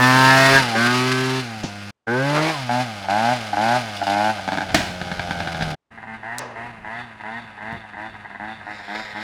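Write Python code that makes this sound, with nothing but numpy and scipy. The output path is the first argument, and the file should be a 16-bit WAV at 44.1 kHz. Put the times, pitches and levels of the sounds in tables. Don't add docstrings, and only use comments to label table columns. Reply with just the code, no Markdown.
import sys
import numpy as np
from scipy import signal
from scipy.fft import rfft, irfft
from scipy.io import wavfile
from scipy.ndimage import uniform_filter1d

SR = 44100
rng = np.random.default_rng(int(sys.argv[2]) if len(sys.argv) > 2 else 0)


def wav_record(signal):
    frames = np.transpose(np.atleast_2d(signal))
    bounded = np.clip(frames, -1, 1)
    quanta = np.round(bounded * 32767).astype(np.int16)
    wavfile.write(sys.argv[1], SR, quanta)


N = 407022
T = np.arange(N) / SR

# (start [s], end [s])
STRETCHES = [(0, 1.903), (2.081, 5.747), (5.92, 9.24)]
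# (open [s], shut [s], speed at opening [turns/s], top speed [turns/s],
# levelling off [0 = steady climb], exhaust level at opening [dB], exhaust level at shutting [dB])
BLIPS = [(0.0, 0.576, 125.4, 135.6, 1.36, -20.5, -20.0), (0.752, 1.386, 111.0, 130.0, 4.16, -24.0, -32.0),
         (2.072, 2.497, 110.4, 162.0, 1.2, -31.5, -27.5), (2.692, 2.812, 119.6, 128.2, 0.0, -20.5, -25.5),
         (3.084, 3.323, 95.6, 127.0, 0.2, -20.5, -19.7), (3.569, 3.763, 101.3, 127.0, 0.48, -20.0, -19.0),
         (4.067, 4.297, 98.0, 110.0, 0.0, -20.3, -19.7), (6.07, 6.15, 110.2, 111.8, 0.32, -35.5, -40.5),
         (6.231, 6.41, 107.6, 128.4, 0.4, -34.5, -36.5), (6.559, 6.666, 112.6, 122.0, 0.0, -34.5, -38.0),
         (6.845, 7.008, 105.0, 124.4, 0.0, -34.5, -35.5), (7.235, 7.385, 104.6, 119.6, 0.4, -33.0, -37.5),
         (7.606, 7.746, 103.0, 116.0, 1.24, -36.0, -33.5), (7.968, 8.066, 101.8, 112.4, 0.72, -34.5, -35.0),
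         (8.397, 8.52, 100.2, 110.8, 2.0, -32.0, -36.5), (8.666, 8.72, 102.6, 107.4, 0.4, -33.5, -35.0),
         (8.88, 9.0, 99.4, 110.4, 0.8, -33.0, -33.0), (9.149, 9.24, 103.6, 112.4, 0.0, -31.5, -35.0)]
# (time [s], hum level [dB], rattle level [dB])
PRESENCE = [(0, -20.5, -29), (.55, -27, -26.5), (.8, -25, -29.5), (1.4, -29.5, -37.5), (1.9, -26.5, -39),
            (2.07, -27.5, -44.5), (2.42, -27.5, -39.5), (2.55, -37, -37.5), (2.65, -27.5, -38.5),
            (3.3, -28.5, -35), (4.3, -29, -35), (4.9, -26.5, -36.5), (5.7, -26, -31.5), (5.91, -44, -46.5),
            (6.4, -43, -43.5), (8.6, -43.5, -43), (8.8, -45, -36.5)]
# (frequency [Hz], relative level [dB])
PIPE_FACING = [(200, -27), (300, -10.5), (430, -25.5), (500, -22), (620, -4.5), (730, 1.5), (830, 3),
               (950, -11.5), (1220, -22), (1520, -7.5), (1900, -23), (2250, -22), (3500, -35.5),
               (7000, -46.5)]
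# (frequency [Hz], relative level [dB])
PIPE_FAR = [(230, 8), (350, -4.5), (450, 0.5), (540, -14), (660, 10.5), (760, 11), (960, 12.5), (1220, -9),
            (1560, 8), (1900, 9.5), (2080, 8), (2280, -26), (3600, -22), (7000, -48)]
CRUISE_TURNS_PER_S = 110
CLOSE_S = 4.66


def from_db(db):
    return 10 ** (np.asarray(db) / 20)


def in_time(rows):
    s, *columns = np.transpose(rows)
    return [np.interp(T, s, c) for c in columns]


def rms_one(x):
    return x / np.sqrt(np.mean(x ** 2) + 1e-20)


def drift(per_s):
    knots = rng.standard_normal(int(N / SR * 400))
    return rms_one(np.interp(T * per_s, np.arange(len(knots)), knots))


def gate(start, end, rise, fall):
    return np.clip((T - start) / rise + 1, 0, 1) * np.clip((end - T) / fall + 1, 0, 1)


def resonate(x, spectrum, size=4096):
    hz, db = np.transpose(spectrum)
    octave = np.log2(np.maximum(np.fft.rfftfreq(size, 1 / SR), 1))
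    knots = np.log2(hz)
    beyond = abs(octave - np.clip(octave, knots[0], knots[-1]))
    shape = np.interp(octave, knots, db) - 20 * np.minimum(beyond, 2)
    cepstrum = irfft(np.log(from_db(shape)))
    cepstrum[1:size // 2] *= 2
    cepstrum[size // 2 + 1:] = 0
    response = irfft(np.exp(rfft(cepstrum)))
    return signal.oaconvolve(x, response / np.linalg.norm(response))[:N]


def by_view(x, views):
    view = np.searchsorted([s for s, _ in views], T, side="right") - 1
    return sum(resonate(x * (view == k), colour) for k, (_, colour) in enumerate(views))


def clicks(at, sizes):
    out, at = np.zeros(N), np.clip(at, 0, N - 2)
    whole = at.astype(int)
    np.add.at(out, whole, sizes * (1 - at % 1))
    np.add.at(out, whole + 1, sizes * (at % 1))
    return out


def puff(pulses, turbulence, decay_s):
    r = np.exp(-2 / (decay_s * SR))
    jet = np.sqrt(signal.lfilter([1 - r], [1, -r], pulses ** 2 + 1e-18))
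    return pulses + turbulence * jet * rng.standard_normal(N)


def reflect(x, share, delay_s):
    gap = np.zeros(max(int(delay_s * SR), 1))
    return signal.lfilter(np.r_[-share, gap, 1], np.r_[1, gap, -share], x)


def crank_speed():
    # (time [s], speed [turns/s])
    rolling = [(1.5, 114), (1.66, 102), (1.9, 101.4), (4.43, 95.3), (4.65, 94.5), (4.76, 91.3),
               (5.15, 89.5), (5.42, 85.3), (5.63, 80.8), (5.749, 75.5), (5.91, 114), (6.05, 109)]
    overrun_s, sink_s, flywheel_s = .017, .11, .035
    # (start [s], speed [turns/s], settling rate [1/s])
    legs = [(on, low, bend / (off - on)) for on, off, low, _, bend, *_ in BLIPS]
    legs += [(off + overrun_s, top, 1 / sink_s) for _, off, _, top, *_ in BLIPS]
    legs += [(s, speed, 0) for s, speed in rolling]
    s, speed, rate = np.transpose(sorted(legs))
    bend, number = rate * np.r_[np.diff(s), 1] + 1e-6, np.arange(len(s))
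    place = np.interp(T, s, number)
    leg = place.astype(int)
    eased = leg + np.expm1(-bend[leg] * (place - leg)) / np.expm1(-bend[leg])
    return uniform_filter1d(np.interp(eased, number, speed), int(flywheel_s * SR), mode="nearest")


def engine_load():
    rise_s, fall_s = 0.024, 0.046
    return np.minimum(sum(gate(on + rise_s, off, rise_s, fall_s) for on, off, *_ in BLIPS), 1)


def from_opening(turns):
    at = [int(on * SR) for on, *_ in BLIPS]
    slip = np.diff(-turns[at], prepend=0) % 1
    return turns + np.cumsum(clicks(np.array(at) - SR / 50, slip))


def strokes(turns, uneven_db, jitter_s, turbulence):
    at = np.interp(np.arange(1, int(turns[-1])), turns, np.arange(N))
    chance = rng.standard_normal((1200, 2))[:len(at)]
    sizes = np.sqrt(np.gradient(at)) * from_db(uneven_db * chance[:, 0])
    pulses = clicks(at + jitter_s * SR * chance[:, 1], sizes)
    return rms_one(puff(pulses, turbulence, decay_s=0.018))


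def exhaust(turns, speed, far, turbulence=0.13, far_turbulence=0.076):
    # (frequency [Hz], relative level [dB])
    pipe_passing = [(330, -11.5), (511, -2), (659, -1.5), (900, -1), (1180, -2), (1340, -3), (1700, -0.5),
                    (2100, -11.5), (2440, -16.5), (6000, -29), (15000, -29.5)]
    pipe_leaving = [(260, 2.5), (390, 18.5), (530, 0), (744, -4), (880, -9), (1100, 6.5), (1600, 6),
                    (2190, 2.5), (2600, -2), (6000, -15)]
    pipe_turning = [(260, -21.5), (340, 14), (450, 6.5), (600, 12.5), (850, 17), (1100, 8.5), (1550, 9),
                    (1820, 8.5), (2200, 6.5), (5000, -30)]
    pipe_nearing = [(210, 8), (320, 5), (480, -15), (640, 7.5), (760, 13.5), (950, 11), (1220, -13),
                    (1560, 10.5), (2050, 6), (2300, -22), (7000, -46)]
    # (start [s], colour, share reflected in the pipe)
    views = [(0, pipe_passing, 0.28), (.7, pipe_leaving, 0.53), (2, pipe_turning, 0.69),
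             (2.62, PIPE_FACING, 0.071), (5.8, PIPE_FAR, 0.23), (7.9, pipe_nearing, 0.12)]
    opened = [gate(on, off, rise=0.005, fall=0.026) for on, off, *_ in BLIPS]
    drive = sum(g * from_db(np.interp(T, row[:2], row[-2:])) for g, row in zip(opened, BLIPS))
    rasp = np.where(far, far_turbulence, turbulence) + .04 * np.maximum(speed - 134, 0)
    firing = drive * strokes(from_opening(turns), uneven_db=.7, jitter_s=.00001, turbulence=rasp)
    view = np.searchsorted([v[0] for v in views], T, side="right") - 1
    pipe = 0
    for k, (_, colour, share) in enumerate(views):
        pipe = pipe + resonate(reflect(firing * (view == k), share, delay_s=0.002083), colour)
    return pipe + bark(turns, speed) + snarl(turns, speed) + roar(turns)


def ringing_orders(turns, speed, hz, width_hz, offsets):
    orders = 3 + np.arange(len(offsets))[:, None]
    gains = 1 / (1 + ((orders * speed - hz) / width_hz) ** 2)
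    tones = gains * np.sin(2 * np.pi * (orders * turns + offsets))
    return rms_one(np.sum(tones, axis=0) / np.linalg.norm(gains, axis=0))


def bark(turns, speed, width_hz=110):
    # (time [s], frequency [Hz], level [dB])
    wandering = [(0, 1040, -28.5), (.27, 954, -18), (.39, 704, -17), (.58, 665, -21.5), (.75, 580, -24.5),
                 (.96, 880, -34.5), (1.39, 904, -32.5), (2.07, 464, -30), (2.25, 550, -28),
                 (2.4, 634, -26.5), (2.5, 800, -36)]
    out = np.zeros(N)
    opened = sum(gate(on, off, rise=0.004, fall=0.02) for on, off, *_ in BLIPS[:3])
    pull, (centre, db) = opened > 0, in_time(wandering)
    out[pull] = ringing_orders(turns[pull], speed[pull], centre[pull], width_hz, rng.random((9, 1)))
    return opened * from_db(db) * out


def snarl(turns, speed, width_hz=70):
    # (time [s], length [s], centre frequency [Hz], level [dB])
    flares = [(0.037, 0.15, 1730, -19.5), (.23, 0.05, 1570, -23), (0.314, 0.038, 1725, -16.5),
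              (0.32, 0.14, 1310, -28), (0.45, 0.083, 1937, -21), (.52, .05, 2350, -26),
              (.54, .05, 405, -23), (0.57, 0.026, 1663, -13), (0.772, 0.033, 1610, -24),
              (0.847, 0.06, 1330, -25.5), (0.865, 0.068, 1540, -21), (1.146, 0.11, 1570, -31),
              (1.2, 0.1, 1810, -38), (1.15, 0.13, 2450, -41), (2.113, 0.19, 1540, -26),
              (2.14, 0.072, 375, -24.5), (2.26, 0.21, 840, -29), (2.465, .045, 2230, -30.5),
              (6.331, .05, 1880, -35), (6.945, 0.035, 1890, -36), (7.36, .035, 1870, -34)]
    out, offsets = np.zeros(N), rng.random((16, 1))
    for s, length, hz, db in flares:
        near = abs(T - s) < 2 * length
        tone = ringing_orders(turns[near], speed[near], hz, width_hz, offsets)
        out[near] += from_db(db) * np.exp(-((T[near] - s) / length) ** 2) * tone
    return out * sum(gate(on, off, rise=0.004, fall=0.028) for on, off, *_ in BLIPS)


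def pumping(turns, speed, far, whine_db=1.0):
    # (frequency [Hz], relative level [dB])
    pipe_behind = [(220, -4.5), (330, 1), (450, -5), (690, 3), (900, -1), (1100, -20.5), (1500, 5),
                   (1900, -13.5), (2400, -23), (5000, -25.5)]
    pipe_front = [(200, -23.5), (290, -4), (440, -13), (560, -0.5), (780, 5), (1100, -21), (1530, -1),
                  (1950, -24), (2270, -10.5), (2600, -31.5), (2900, -12.5), (5000, -23.5)]
    # (start [s], end [s], order [per turn], level before whine_db, against the pumping [dB])
    whines = [(0.58, 0.75, 7, 3), (1.1, 1.91, 7, -3), (2.52, 2.95, 7, -1), (4.76, 5.3, 8, -2)]
    close, behind = (T > CLOSE_S) & ~far, T < STRETCHES[1][0]
    rattle_db = in_time(PRESENCE)[1]
    level = from_db(rattle_db - 0.5 + 7 * np.log2(speed / CRUISE_TURNS_PER_S))
    view_gain = from_db(3.5 * close - 3 * behind)
    puffs = level * view_gain * strokes(turns, uneven_db=1.2, jitter_s=.00002, turbulence=.5)
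    puffs = reflect(puffs, 0.72, delay_s=0.001333)
    whine = sum(gate(on, off, .03, 0.058) * from_db(db) * np.sin(2 * np.pi * turns * order)
                for on, off, order, db in whines)
    whine = whine * level * from_db(whine_db + 3.7 * drift(20))
    near_puffs = by_view(puffs * ~far, [(0, pipe_behind), (2, pipe_front)])
    return near_puffs + from_db(-7.5) * resonate(puffs * far, PIPE_FAR) + whine


def rattle(turns, repeat=0.4):
    clatter = rng.standard_normal(SR // 80) * np.exp(-T[:SR // 80] / 0.077)
    blows = strokes(turns, uneven_db=3.0, jitter_s=.000008, turbulence=0.045)
    regular = rms_one(signal.oaconvolve(blows, clatter)[:N])
    rush = rms_one(from_db(np.cos(2 * np.pi * turns) + drift(260)) * rng.standard_normal(N))
    return np.sqrt(repeat) * regular + np.sqrt(1 - repeat) * rush


def road(x):
    pass_s, pass_length_s, longest_lag_s = .45, .45, 0.001137
    lag = longest_lag_s / np.hypot(1, (T - pass_s) / pass_length_s)
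    share = 0.11 * (T < STRETCHES[1][0])
    return (x + share * np.interp(T - lag, T, x)) / np.hypot(1, share)


def body(turns, speed, far):
    # (speed [turns/s], gain of first order [dB], gain of second order [dB])
    hum_gains = [(77.3, -15, -3.5), (89, -17, -11), (100.4, -13.5, -15), (113.3, -9.5, -9), (122, -5.5, -9),
                 (133, 0.5, -10.5), (161, 1, -7)]
    # (frequency [Hz], relative level [dB])
    hiss_near = [(150, -2), (500, -9.5), (1200, 0.5), (2400, -0.5), (4000, -3.5), (5200, -5), (6500, -12),
                 (8000, -16.5), (10000, -17.5), (12500, -26.5), (17000, -35.5)]
    hiss_far = [(150, 3.5), (500, 1.5), (800, 15), (1200, 9), (1900, 16), (2300, 3.5), (2700, 6),
                (3100, -3.5), (4400, -12), (6200, -17.5), (10000, -19.5), (16000, -51)]
    hiss_nearing = [(500, 4.5), (1200, 2), (1900, 12.5), (2800, -6), (3500, 3.5), (4300, -6), (5300, -7),
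                    (6100, -23), (7500, -20.5), (16000, -38)]
    (hum_db, rattle_db), load = in_time(PRESENCE), engine_load()
    speeds, *orders_db = np.transpose(hum_gains)
    first_db, second_db = (hum_db + np.interp(speed, speeds, db) for db in orders_db)
    angle = 2 * np.pi * turns
    first = from_db(first_db + 2 * load) * np.sin(angle)
    second = from_db(second_db + 9.5 * load) * np.sin(2 * angle)
    hum = np.sqrt(2) * (first + second)
    clatter = rattle(turns)
    hiss_db = rattle_db + 4 * load + 14.5 * np.log2(speed / CRUISE_TURNS_PER_S)
    hiss = from_db(hiss_db) * clatter
    nearing = np.clip((T - 8.6) / 0.3, 0, 1)
    distant = resonate(hiss * far * (1 - nearing), hiss_far) + resonate(hiss * nearing, hiss_nearing)
    return hum + road(resonate(hiss * ~far, hiss_near)) + distant + far * casing(clatter, load, nearing)


def wind(gust_db=3):
    # (time [s], level before wavering [dB], length [s])
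    gusts = [(.25, -39, 0.093), (.56, -34, 0.08), (4.79, -35, 0.11), (5.254, -44, 0.4),
             (5.682, -33.5, 0.062), (7.767, -49, 0.037)]
    colour = [(20, -5.0), (50, -1.5), (90, 0.0), (200, -1.0), (500, -14.0)]   # (frequency [Hz], level [dB])
    rumble = resonate(rng.standard_normal(N), colour)
    flow = from_db(-53)
    for s, db, length in gusts:
        flow = flow + from_db(db) * np.exp(-np.minimum(((T - s) / length) ** 2, 20))
    return flow * from_db(gust_db * drift(21)) * rumble


def forest(x, wet_db=-14, t60=0.32, dull_hz=3500):
    age = T[:SR]
    hits = rng.standard_normal(SR) * (rng.random(SR) < .05)
    trunks = hits * from_db(-60 * age / t60) * (age > .012)
    echo = signal.sosfilt(signal.butter(1, dull_hz, fs=SR, output="sos"), trunks / np.linalg.norm(trunks))
    return x + from_db(wet_db) * signal.oaconvolve(x, echo)[:N]


def handling():
    # (time [s], level [dB], decay [s], centre frequency [Hz])
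    knocks = [(1.634, -32.5, 0.046, 4420), (1.634, -32, 0.037, 700), (1.641, -21.5, 0.015, 205),
              (6.3841, -16, 0.00092, 6600), (6.392, -22, 0.00073, 6960), (6.385, -42.5, 0.068, 4200),
              (6.391, -33, 0.16, 733), (7.727, -34, .02, 170)]
    out, noise = np.zeros(N), rng.standard_normal(N)
    for s, db, decay, hz in knocks:
        band = signal.butter(4, [hz / 2, min(hz * 1.51, SR * .45)], "band", fs=SR, output="sos")
        envelope = (T > s) * np.exp(-np.clip((T - s) / decay, 0, 20))
        out += from_db(db) * envelope * rms_one(signal.sosfilt(band, noise))
    return out


def roar(turns):
    # (time [s], length [s], level [dB])
    moment = (2.378, 0.045, -23)
    # (frequency [Hz], relative level [dB])
    colour = [(300, -2), (600, -3), (900, -6), (1400, -0.5), (1800, -11), (2600, -16)]
    s, length, db = moment
    ragged = strokes(turns, uneven_db=2.5, jitter_s=.00015, turbulence=1.2)
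    swell = np.exp(-np.minimum(((T - s) / length) ** 2, 20))
    return from_db(db) * resonate(ragged * swell, colour)


def pops(speed, far):
    # (time [s], level [dB])
    stray = [(3.044, -32.5), (3.531, -24.5), (4.016, -25), (4.385, -30.5), (4.478, -23.5), (4.521, -23.5),
             (4.542, -26), (4.574, -22), (4.607, -25.5), (4.627, -32), (4.693, -30.5), (5.015, -27),
             (5.116, -25.5), (5.195, -23.5), (5.309, -24), (5.404, -24.5), (5.474, -25), (5.547, -29),
             (5.61, -27), (5.623, -24.5), (5.976, -38), (6.029, -36), (7.2, -39), (7.578, -38), (7.84, -42),
             (7.935, -37.5), (8.142, -37.5), (8.248, -36.5), (8.303, -35.5), (8.348, -35), (8.603, -40),
             (8.8, -42)]
    # (frequency [Hz], relative level [dB])
    pipe_sputtering = [(170, 4), (280, 3.5), (450, -14), (680, 5), (850, 7.5), (1120, -15.5), (1570, 4),
                       (1950, -12.5), (2200, -4.5), (2600, -18), (3500, -12.5), (8000, -32)]
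    # (frequency [Hz], relative level [dB])
    pipe_popping = [(80, 0), (170, 8.5), (300, -2), (470, -10.5), (800, 6.5), (1130, -13), (1560, 6),
                    (1950, -7.5), (2300, -3.5), (3000, -13.5), (3550, -6), (8000, -31.5)]
    s, db = np.transpose(stray)
    rate = np.interp(s, T, speed)
    period = SR / rate
    next_db = db + np.where(rate < 92, -13, 0)
    pulses = clicks(s * SR, from_db(db) * np.sqrt(period))
    pulses += clicks(s * SR + period, from_db(next_db) * np.sqrt(period))
    gas = puff(pulses, turbulence=1.0, decay_s=0.0093)
    close = (T > CLOSE_S) & ~far
    gas = gas * ~close + reflect(gas * close, 0.71, delay_s=.0009)
    views = [(0, PIPE_FACING), (4.45, pipe_sputtering), (CLOSE_S, pipe_popping), (STRETCHES[2][0], PIPE_FAR)]
    return by_view(gas, views)


def clacks(decay_s=0.016):
    # (time [s], level [dB])
    jolts = [(3.966, -30), (4.036, -31.5), (4.068, -29), (4.098, -29), (4.243, -31), (5.625, -29.5)]
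    # (frequency [Hz], relative level [dB])
    panels = [(2400, -28.5), (2900, 8), (3200, -10.5), (3550, 5), (4200, -5), (4900, 1), (6000, -12),
              (10000, -20)]
    blows = sum(from_db(db) * (T > s) * np.exp(-np.clip((T - s) / decay_s, 0, 20)) for s, db in jolts)
    return resonate(blows * rng.standard_normal(N), panels)


def backfire(crack_s=0.0049, tail_db=-14, tail_s=0.082):
    # (time [s], level of the blast [dB])
    firing = (4.744, -4)
    # (frequency [Hz], relative level [dB])
    bang = [(60, -9), (330, -0.5), (480, -20), (651, 3), (1140, -13.5), (1500, -4), (4860, -12),
            (16000, -37.5)]
    # (frequency [Hz], level [dB], decay [s])
    booms = [(308, -15.5, 0.013), (666, -14, .011)]
    s, db = firing
    age = np.maximum(T - s, 0)
    fading = np.exp(-age / crack_s) + from_db(tail_db) * np.exp(-age / tail_s)
    blast = np.minimum(age / 0.0031, 1) * fading
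    boom = sum(from_db(level_db) * np.exp(-np.minimum(age / decay, 20)) * np.sin(2 * np.pi * hz * age)
               for hz, level_db, decay in booms)
    return from_db(db) * resonate(blast * rng.standard_normal(N), bang) + boom


def casing(clatter, load, nearing):
    # (frequency [Hz], width [Hz], level far off [dB], level drawing near [dB])
    bands = [(3590, 280, -45, -42), (4500, 140, -55, -60), (5020, 400, -70, -40), (6800, 510, -89, -51)]
    out = 0
    for hz, width_hz, far_db, near_db in bands:
        band = signal.butter(2, [hz - width_hz / 2, hz + width_hz / 2], "band", fs=SR, output="sos")
        gain = from_db(far_db) * (1 - nearing) + from_db(near_db) * nearing
        out = out + gain * rms_one(signal.sosfilt(band, clatter))
    swell = np.interp(T - .05, T, uniform_filter1d(load, SR // 12))
    in_view = np.clip((T - 6.97) / .1 + 1, .35, 1)
    return out * in_view * from_db(10 * (swell - 1.5))


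def scene(wobble=.002):
    speed = crank_speed() * (1 + wobble * drift(35))
    turns, far = np.cumsum(speed) / SR, T > STRETCHES[1][1]
    pipe = exhaust(turns, speed, far) + pumping(turns, speed, far) + pops(speed, far) + clacks() + backfire()
    far_wet_db = -8
    distant = forest(pipe * far, wet_db=far_wet_db, t60=0.065) / np.hypot(1, from_db(far_wet_db))
    outdoors = forest(pipe * ~far) + distant + body(turns, speed, far) + wind() + handling()
    running = sum(gate(start, end, rise=0.015, fall=0.0089) for start, end in STRETCHES)
    floor = from_db(-81) * resonate(rng.standard_normal(N), [(60, 0), (800, -6), (8000, -26)])
    return (outdoors * running + floor)[None]


def record(dry):
    rounded = 1.3 * np.tanh(dry / 1.3)
    return signal.sosfilt(signal.cheby2(14, 70, 17800, fs=SR, output="sos"), rounded)


dry = scene()
out = record(dry)
wav_record(out)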